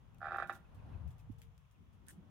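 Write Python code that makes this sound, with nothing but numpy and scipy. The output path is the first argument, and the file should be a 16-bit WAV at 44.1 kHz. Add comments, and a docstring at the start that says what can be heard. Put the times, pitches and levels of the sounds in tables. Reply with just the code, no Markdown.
"""From the start, coloured noise makes the rumble and rush of air over an even hiss; a far bird peeps in falling chirps.
Fibres tick close by, as snaps and grainy rustles. From 0.2 to 0.5 s a swing rope creaks on the limb of a big tree:
stick-slip jerks, broadly growing stronger and further apart, run through the wood as falling chirps, ring it and
rasp the bark. Near 1 s the air swells as the swing passes, with low sine pulses as buffets on the microphone.
A faint steady tone rises and fades about 1.4 s, two dry cracks break in, and at 2.07 s the rope scrapes upward in pitch."""
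import sys
import numpy as np
from scipy import signal
from scipy.fft import rfft, irfft
from scipy.io import wavfile
from scipy.ndimage import uniform_filter1d

SR = 44100
rng = np.random.default_rng(int(sys.argv[2]) if len(sys.argv) > 2 else 0)


def unload_audio(sound):
    """Save the sound as a 16-bit wav file, at the path given as the first command line argument."""
    columns = np.transpose(np.atleast_2d(sound))
    # keep every value between -1 and 1, then stretch to whole-number steps
    steps = np.round(np.clip(columns, -1, 1) * 32767)
    wavfile.write(sys.argv[1], SR, steps.astype(np.int16))


N = 101429

# Wind on the microphone: [t/s, rumble level/dB, flutter level/dB]
WIND_LEVELS = [(0, -62.5, -72), (0.199, -60.5, -68.5), (.5, -61, -64), (.68, -60.5, -72),
               (0.932, -49.5, -57), (1.07, -48, -68), (1.18, -56, -75), (1.498, -58.5, -76),
               (1.698, -68, -86), (1.802, -61.5, -66.5), (1.9, -62, -72), (2.221, -61, -61.5),
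               (2.3, -66, -68)]
# Spectrum of the rumble: [f/Hz, relative level/dB per Hz]
RUMBLE_SPECTRUM = [(25, -32), (47, -2.5), (70, -2), (120, -3), (170, -9), (260, -42.5)]
# Spectrum of the flutter from smaller eddies: [f/Hz, relative level/dB per Hz]
FLUTTER_SPECTRUM = [(110, -17.5), (175, -0.5), (260, -6.5), (420, -18)]
RUMBLE_PAN_DB, WIND_WIDTH = 5, 0.7  # left-right difference; side over mid

# Air rushing past: [t/s, level/dB]
RUSH_LEVELS = [(0, -75.5), (.2, -74), (.65, -71.5), (.93, -63.5), (1.15, -72), (1.5, -80), (1.72, -84.5),
               (2.0, -78), (2.3, -73)]
# Spectrum of the rush: [f/Hz, relative level/dB per Hz]
RUSH_SPECTRUM = [(260, -17.5), (450, -1), (883, -1), (1080, -3), (2210, -16.5), (2710, -17.5), (8000, -40),
                 (10400, -33)]
RUSH_WIDTH = 0.76

# Spectrum of the even outdoor hiss: [f/Hz, relative level/dB per Hz]
HISS_SPECTRUM = [(290, -39), (500, -14), (1050, -3), (1570, -11), (3340, -11.5), (4280, -23.5), (6610, -21),
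                 (7420, -27), (16000, -27.5)]
HISS_DB = -78.5

# Peeps of a far bird: [onset t/s, level/dB]
PEEPS = [(0.139, -76.5), (0.644, -73.5), (0.784, -73), (.931, -70.5), (1.069, -81), (1.186, -75),
         (1.638, -80), (1.747, -80)]
PEEP_START_HZ, PEEP_FALL_HZ_PER_S, PEEP_S = 2840, 20300, 0.025
PEEP_BLUR_PER_S = 380  # new random phases per second

# Ticks of the rope fibres: [t/s, snap level/dB, rustle level/dB]
TICKS = [(0.146, -52, -67), (0.184, -51, -55), (0.371, -42.5, -47), (.473, -47.5, -41.5), (0.525, -51, -37),
         (.546, -49, -37.5), (.747, -54.5, -48.5), (1.077, -52, -48), (1.104, -69, -46),
         (1.182, -54, -49.5), (1.192, -52, -46.5), (1.314, -69, -49), (1.383, -58, -45),
         (1.579, -48.5, -55), (1.712, -54, -52), (1.929, -66, -52.5), (2.067, -48, -48),
         (2.104, -46, -37.5)]
# Spectrum of the fibres: [f/Hz, relative level/dB per Hz]
FIBRE_SPECTRUM = [(1300, 1.5), (2200, -5), (3500, 1), (4200, -6.5), (6000, -3), (9100, -4.5), (11500, -2),
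                  (16000, -7)]
SNAP_T60_S, RUSTLE_HOLD_S, RUSTLE_T60_S, TICK_PAN_DB = 0.011, 0.0098, 0.14, 3

# Slips of the rope: [t/s, relative level/dB]
SLIPS = [(.2076, -23), (.2174, -10.5), (.2302, -7.5), (.2450, -6.5), (.2574, -5), (.2702, -5.5),
         (.2847, -5.5), (.2979, -15), (.3092, -7), (.3209, -3), (.3320, -7), (.3461, -3), (.3613, -3.5),
         (.3853, -1), (.4012, -1.5), (.4247, -0.5), (.4969, 1)]
# Spectrum of one jerk: [f/Hz, relative level/dB]
JERK_SPECTRUM = [(200, -37), (480, -12), (760, 4.5), (980, -12), (1200, 3.5), (1450, 5), (1750, -4.5),
                 (2200, -22.5), (3000, -36), (3800, -34.5), (6000, -78)]
# Left-right balance of the creak: [f/Hz, level difference/dB]
CREAK_PAN = [(750, 2), (1300, -7.5), (2400, -9.5), (4400, 6)]
DULLING = 0.55  # weak slips are duller: extra dB per dB of slip level and octave
GRIP_DB, GRIP_HZ = 2.3, 900  # depth and period of the spectral ripple of a grip
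BEND_S, BEND_HZ = 0.0056, 1384  # travel time of a bending wave of this frequency
# Modes of the limb: [f/Hz, relative level/dB, t60/s]
LIMB_MODES = [(356.7, -17, 0.28), (700, -1.5, 0.082), (791, -0.5, 0.17), (981, -20, 0.22),
              (1120, -16.5, 0.2), (1265, -13, 0.13), (1381, -7.5, 0.23), (1410, -6.5, 0.25),
              (1544, -12, 0.24), (1577, -9.5, 0.2), (1745, -6.5, 0.12), (1956, -16, 0.14),
              (2390, -17, 0.057), (2620, -20, 0.13), (3800, -29, 0.08)]
JERK_DB, LIMB_DB, LIMB_BUILD_S = -12, -15.5, 0.0011
# Spectrum of the dense ring of the tree: [f/Hz, relative level/dB per Hz]
RING_SPECTRUM = [(150, -57), (250, -27), (351, -28), (510, -16), (790, -1.5), (884, -9.5), (1020, -16.5),
                 (1370, -5), (1920, -15.5), (2120, -32), (2380, -18), (2980, -37), (3740, -24),
                 (4190, -46.5), (12000, -52.5)]
RING_DB, RING_T60_S, EARLY_DB, EARLY_T60_S, SCATTER_S = -20, 0.25, -20, 0.044, 0.0016
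RING_WIDE_HZ = 2200  # the ring differs fully between left and right from here up

# Spectrum of the bark rasp: [f/Hz, relative level/dB per Hz]
RASP_SPECTRUM = [(2700, 0.5), (3800, -0.5), (4150, -8.5), (4900, 0), (5600, -24)]
RASP_DB, RASP_PAN_DB, RASP_T60_S = -41, 1, 0.055

# Buffets on the microphone: [peak t/s, f/Hz, level/dB, half-length/s, left-right difference/dB]
BUFFETS = [(.777, 98, -53, 0.0083, -12), (.956, 90, -39, 0.016, 7), (1.071, 70.6, -46, 0.026, 23),
           (1.302, 237, -45, 0.0041, -17), (1.309, 104, -46, 0.025, -7), (2.187, 179, -48.5, 0.01, -1)]

TONE_HZ, TONE_DB, TONE_AT_S, TONE_S = 461, -77.5, 1.4, 0.18

# Loud dry cracks: [t/s, snap level/dB, rustle level/dB, broad resonance f/Hz, resonance relative level/dB]
CRACKS = [(1.4172, -40.5, -39, 3070, -0.5), (2.084, -34, -30, 9300, 6.5)]
CRACK_S, CRACK_WIDTH_HZ = 0.001, 2000

SCRAPE_AT_S, SCRAPE_S, SCRAPE_DB, SCRAPE_PAN_DB = 2.072, 0.044, -64.5, -19.5
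SCRAPE_START_HZ, SCRAPE_RISE_HZ_PER_S = 1568, 5570  # mean pitch, before jitter

TOP_HZ = 16000


def undb(db):
    """Logarithmic level law: decibels to amplitude gain."""
    return 10 ** (np.asarray(db) / 20)


def pan(db):
    """Interchannel level difference: left and right gains, split evenly about the centre."""
    return undb(np.array([[db], [-db]]) / 2)


def response(points):
    """Linear filtering: gain from (Hz, dB) points on a log-frequency axis, 24 dB per octave down outside."""
    hz, db = np.array(points).T
    octave = np.log2(np.maximum(np.fft.rfftfreq(N, 1 / SR), 1))
    knots = np.log2(hz)
    octaves_outside = abs(octave - np.clip(octave, knots.min(), knots.max()))
    return undb(np.interp(octave, knots, db) - 24 * octaves_outside)


def noise(points, width=1):
    """Spectral shaping of white noise: stereo of rms 1; width is side over mid before scaling."""
    mid, side = rfft(rng.standard_normal((2, N))) * response(points)
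    both = irfft(np.array([mid + width * side, mid - width * side]), N)
    return both / both.std()


def fade(t, t60):
    """Exponential damping: 60 dB lost per t60 from time zero, silent before."""
    return (t >= 0) * undb(-60 * np.maximum(t, 0) / max(t60, 1e-3))


def unit(x):
    """Energy normalisation: sum of squares 1, averaged over channels."""
    return x / np.sqrt(np.mean(np.sum(x ** 2, axis=-1)))


def waver(t, rate):
    """Random modulation: straight lines between normal random values, rate of them per second."""
    return np.interp(t * rate, np.arange(N), rng.standard_normal(N))


def crackle():
    """Granular friction: many tiny fibre slips as a gain of rms 1."""
    grain = abs(uniform_filter1d(rng.exponential(size=N) ** 3, size=40)) ** .5
    return grain / np.sqrt(np.mean(grain ** 2))


def rustle(t, at):
    """Relaxation: strands settling after a snap hold, then decay."""
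    return unit((t >= at) * fade(np.maximum(t - at - RUSTLE_HOLD_S, 0), RUSTLE_T60_S))


def wind(t):
    """Turbulent pressure: large eddies rumble on the microphone and smaller ones flutter."""
    times, rumble_db, flutter_db = np.array(WIND_LEVELS).T
    rumble = noise(RUMBLE_SPECTRUM, WIND_WIDTH) * undb(np.interp(t, times, rumble_db))
    flutter = noise(FLUTTER_SPECTRUM, WIND_WIDTH) * undb(np.interp(t, times, flutter_db))
    return rumble * pan(RUMBLE_PAN_DB) + flutter


def rush(t):
    """Flow noise: broadband air sound swells as the swing passes."""
    return noise(RUSH_SPECTRUM, RUSH_WIDTH) * undb(np.interp(t, *np.array(RUSH_LEVELS).T))


def hiss():
    """Stationary noise: the even outdoor hiss keeps one level and spectrum."""
    return undb(HISS_DB) * noise(HISS_SPECTRUM)


def bird(t):
    """Frequency sweep: falling peeps, their phase blurred by the leaves separately left and right."""
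    blur = np.array([waver(t, PEEP_BLUR_PER_S), waver(t, PEEP_BLUR_PER_S)])
    out = 0
    for at, db in PEEPS:
        age = np.clip(t - at, 0, PEEP_S)
        swell = np.sin(np.pi * age / PEEP_S)
        cycles = (PEEP_START_HZ - PEEP_FALL_HZ_PER_S * age / 2) * age
        out = out + undb(db) * swell * np.sin(2 * np.pi * cycles + blur)
    return out


def fibres(t):
    """Impulsive release: strands snap over each other, each with a short grainy rustle after it."""
    snaps = sum(undb(db) * unit(fade(t - at, SNAP_T60_S)) for at, db, _ in TICKS)
    # overlapping rustles add in power
    settling = np.sqrt(sum((undb(db) * rustle(t, at)) ** 2 for at, _, db in TICKS))
    ticks = snaps * noise(FIBRE_SPECTRUM)
    rustles = settling * crackle() * noise(FIBRE_SPECTRUM)
    return (ticks + rustles) * pan(TICK_PAN_DB)


def slip_train(hz):
    """Stick-slip excitation: the spectrum of all jerks, each gripping at another spot."""
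    octaves_up = np.clip(np.log2(hz / BEND_HZ), 0, 1.5)
    train = 0
    for at, db in SLIPS:
        grip = rng.uniform(0, 2 * np.pi)
        ripple_db = GRIP_DB * np.sin(2 * np.pi * hz / GRIP_HZ + grip)
        gain = undb(db * (1 + DULLING * octaves_up) + ripple_db)
        train = train + gain * np.exp(-2j * np.pi * hz * at)
    return train


def limb(t, hz):
    """Modal vibration and dispersion: a jerk and damped modes travel as a bending wave, highs first."""
    jerk = unit(irfft(response(JERK_SPECTRUM), N)) * undb(JERK_DB)
    modes = sum(undb(db) * np.cos(2 * np.pi * f * t) * fade(t, t60) for f, db, t60 in LIMB_MODES)
    build_up = (1 - np.exp(-t / LIMB_BUILD_S)) ** 2
    # delay falls as 1 / sqrt(f), counted from the arrival of BEND_HZ
    bend = np.exp(-2j * np.pi * BEND_S * (2 * np.sqrt(hz * BEND_HZ) - hz))
    return rfft(jerk + unit(modes * build_up) * undb(LIMB_DB)) * bend


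def tree_ring(t, hz):
    """Diffuse decay: dense ringing as noise with a fast and a slow fall, wider at high frequencies."""
    late = undb(RING_DB) * unit(fade(t, RING_T60_S))
    early = undb(EARLY_DB) * unit(fade(t, EARLY_T60_S))
    onset = 1 - np.exp(-t / SCATTER_S)
    width = np.minimum(hz / RING_WIDE_HZ, 1) ** 2
    return rfft(noise(RING_SPECTRUM, width) * (late + early) * onset)


def creak(t):
    """Convolution: every slip excites the response of the limb and the tree."""
    hz = np.maximum(np.fft.rfftfreq(N, 1 / SR), 1)
    side_db = np.interp(hz, *np.array(CREAK_PAN).T)
    balance = undb(np.array([side_db, -side_db]) / 2)
    return irfft(slip_train(hz) * (limb(t, hz) + tree_ring(t, hz)) * balance, N)


def rasp(t):
    """Sliding friction: bark grates under the rope in a decaying noise burst at every slip."""
    bursts = np.sqrt(sum((undb(db) * unit(fade(t - at, RASP_T60_S))) ** 2 for at, db in SLIPS))
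    return undb(RASP_DB) * bursts * noise(RASP_SPECTRUM) * pan(RASP_PAN_DB)


def buffets(t):
    """Pressure pulses: eddies thump the microphone as sines under Gaussian swells."""
    out = 0
    for at, hz, db, length, side_db in BUFFETS:
        age = t - at
        swell = np.exp(-(age / length) ** 2)
        out = out + undb(db) * pan(side_db) * swell * np.sin(2 * np.pi * hz * age)
    return out


def far_tone(t):
    """Amplitude and phase modulation: a faint far tone comes and goes with a wandering phase."""
    swell = np.exp(-((t - TONE_AT_S) / TONE_S) ** 2)
    return swell * undb(TONE_DB) * np.sin(2 * np.pi * TONE_HZ * t + .5 * waver(t, 40))


def cracks(t):
    """Collective release: a whole bundle of fibres goes at once, with a broad resonance and a rustle."""
    out = 0
    for at, snap_db, rustle_db, hz, body_db in CRACKS:
        burst = unit(np.exp(-((t - at - CRACK_S) / CRACK_S) ** 2))
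        below, above = max(hz - CRACK_WIDTH_HZ, 500), hz + CRACK_WIDTH_HZ
        body = noise([(below, -7), (hz, 0), (above, -16)]) * pan(TICK_PAN_DB * hz / TOP_HZ * 2)
        strands = noise(FIBRE_SPECTRUM) * pan(TICK_PAN_DB)
        colour = (strands + undb(body_db) * body) / np.hypot(1, undb(body_db))
        envelope = undb(snap_db) * burst + undb(rustle_db) * rustle(t, at) * crackle()
        out = out + envelope * colour
    return out


def scrape(t):
    """Frictional chirp: a short, stuttering scrape with jittered pitch rises as the rope shifts."""
    age = np.clip(t - SCRAPE_AT_S, 0, SCRAPE_S)
    hz = (SCRAPE_START_HZ + SCRAPE_RISE_HZ_PER_S * age) * (1 + .13 * waver(t, 2500))
    envelope = waver(t, 350) * np.sin(np.pi * age / SCRAPE_S)  # stutter under a smooth swell
    tone = np.sin(2 * np.pi * np.cumsum(hz) / SR)
    return undb(SCRAPE_DB) * envelope * tone * pan(SCRAPE_PAN_DB)


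def scene():
    """Superposition: all sources at the swing add linearly."""
    t = np.arange(N) / SR
    out = wind(t) + rush(t) + hiss() + bird(t) + fibres(t)
    out += creak(t) + rasp(t)
    return out + buffets(t) + far_tone(t) + cracks(t) + scrape(t)


def record(dry):
    """Band limiting: the recorder's steep elliptic low-pass cuts the top."""
    return signal.sosfilt(signal.ellip(8, .2, 70, TOP_HZ, fs=SR, output="sos"), dry)


dry = scene()
out = record(dry)
unload_audio(out)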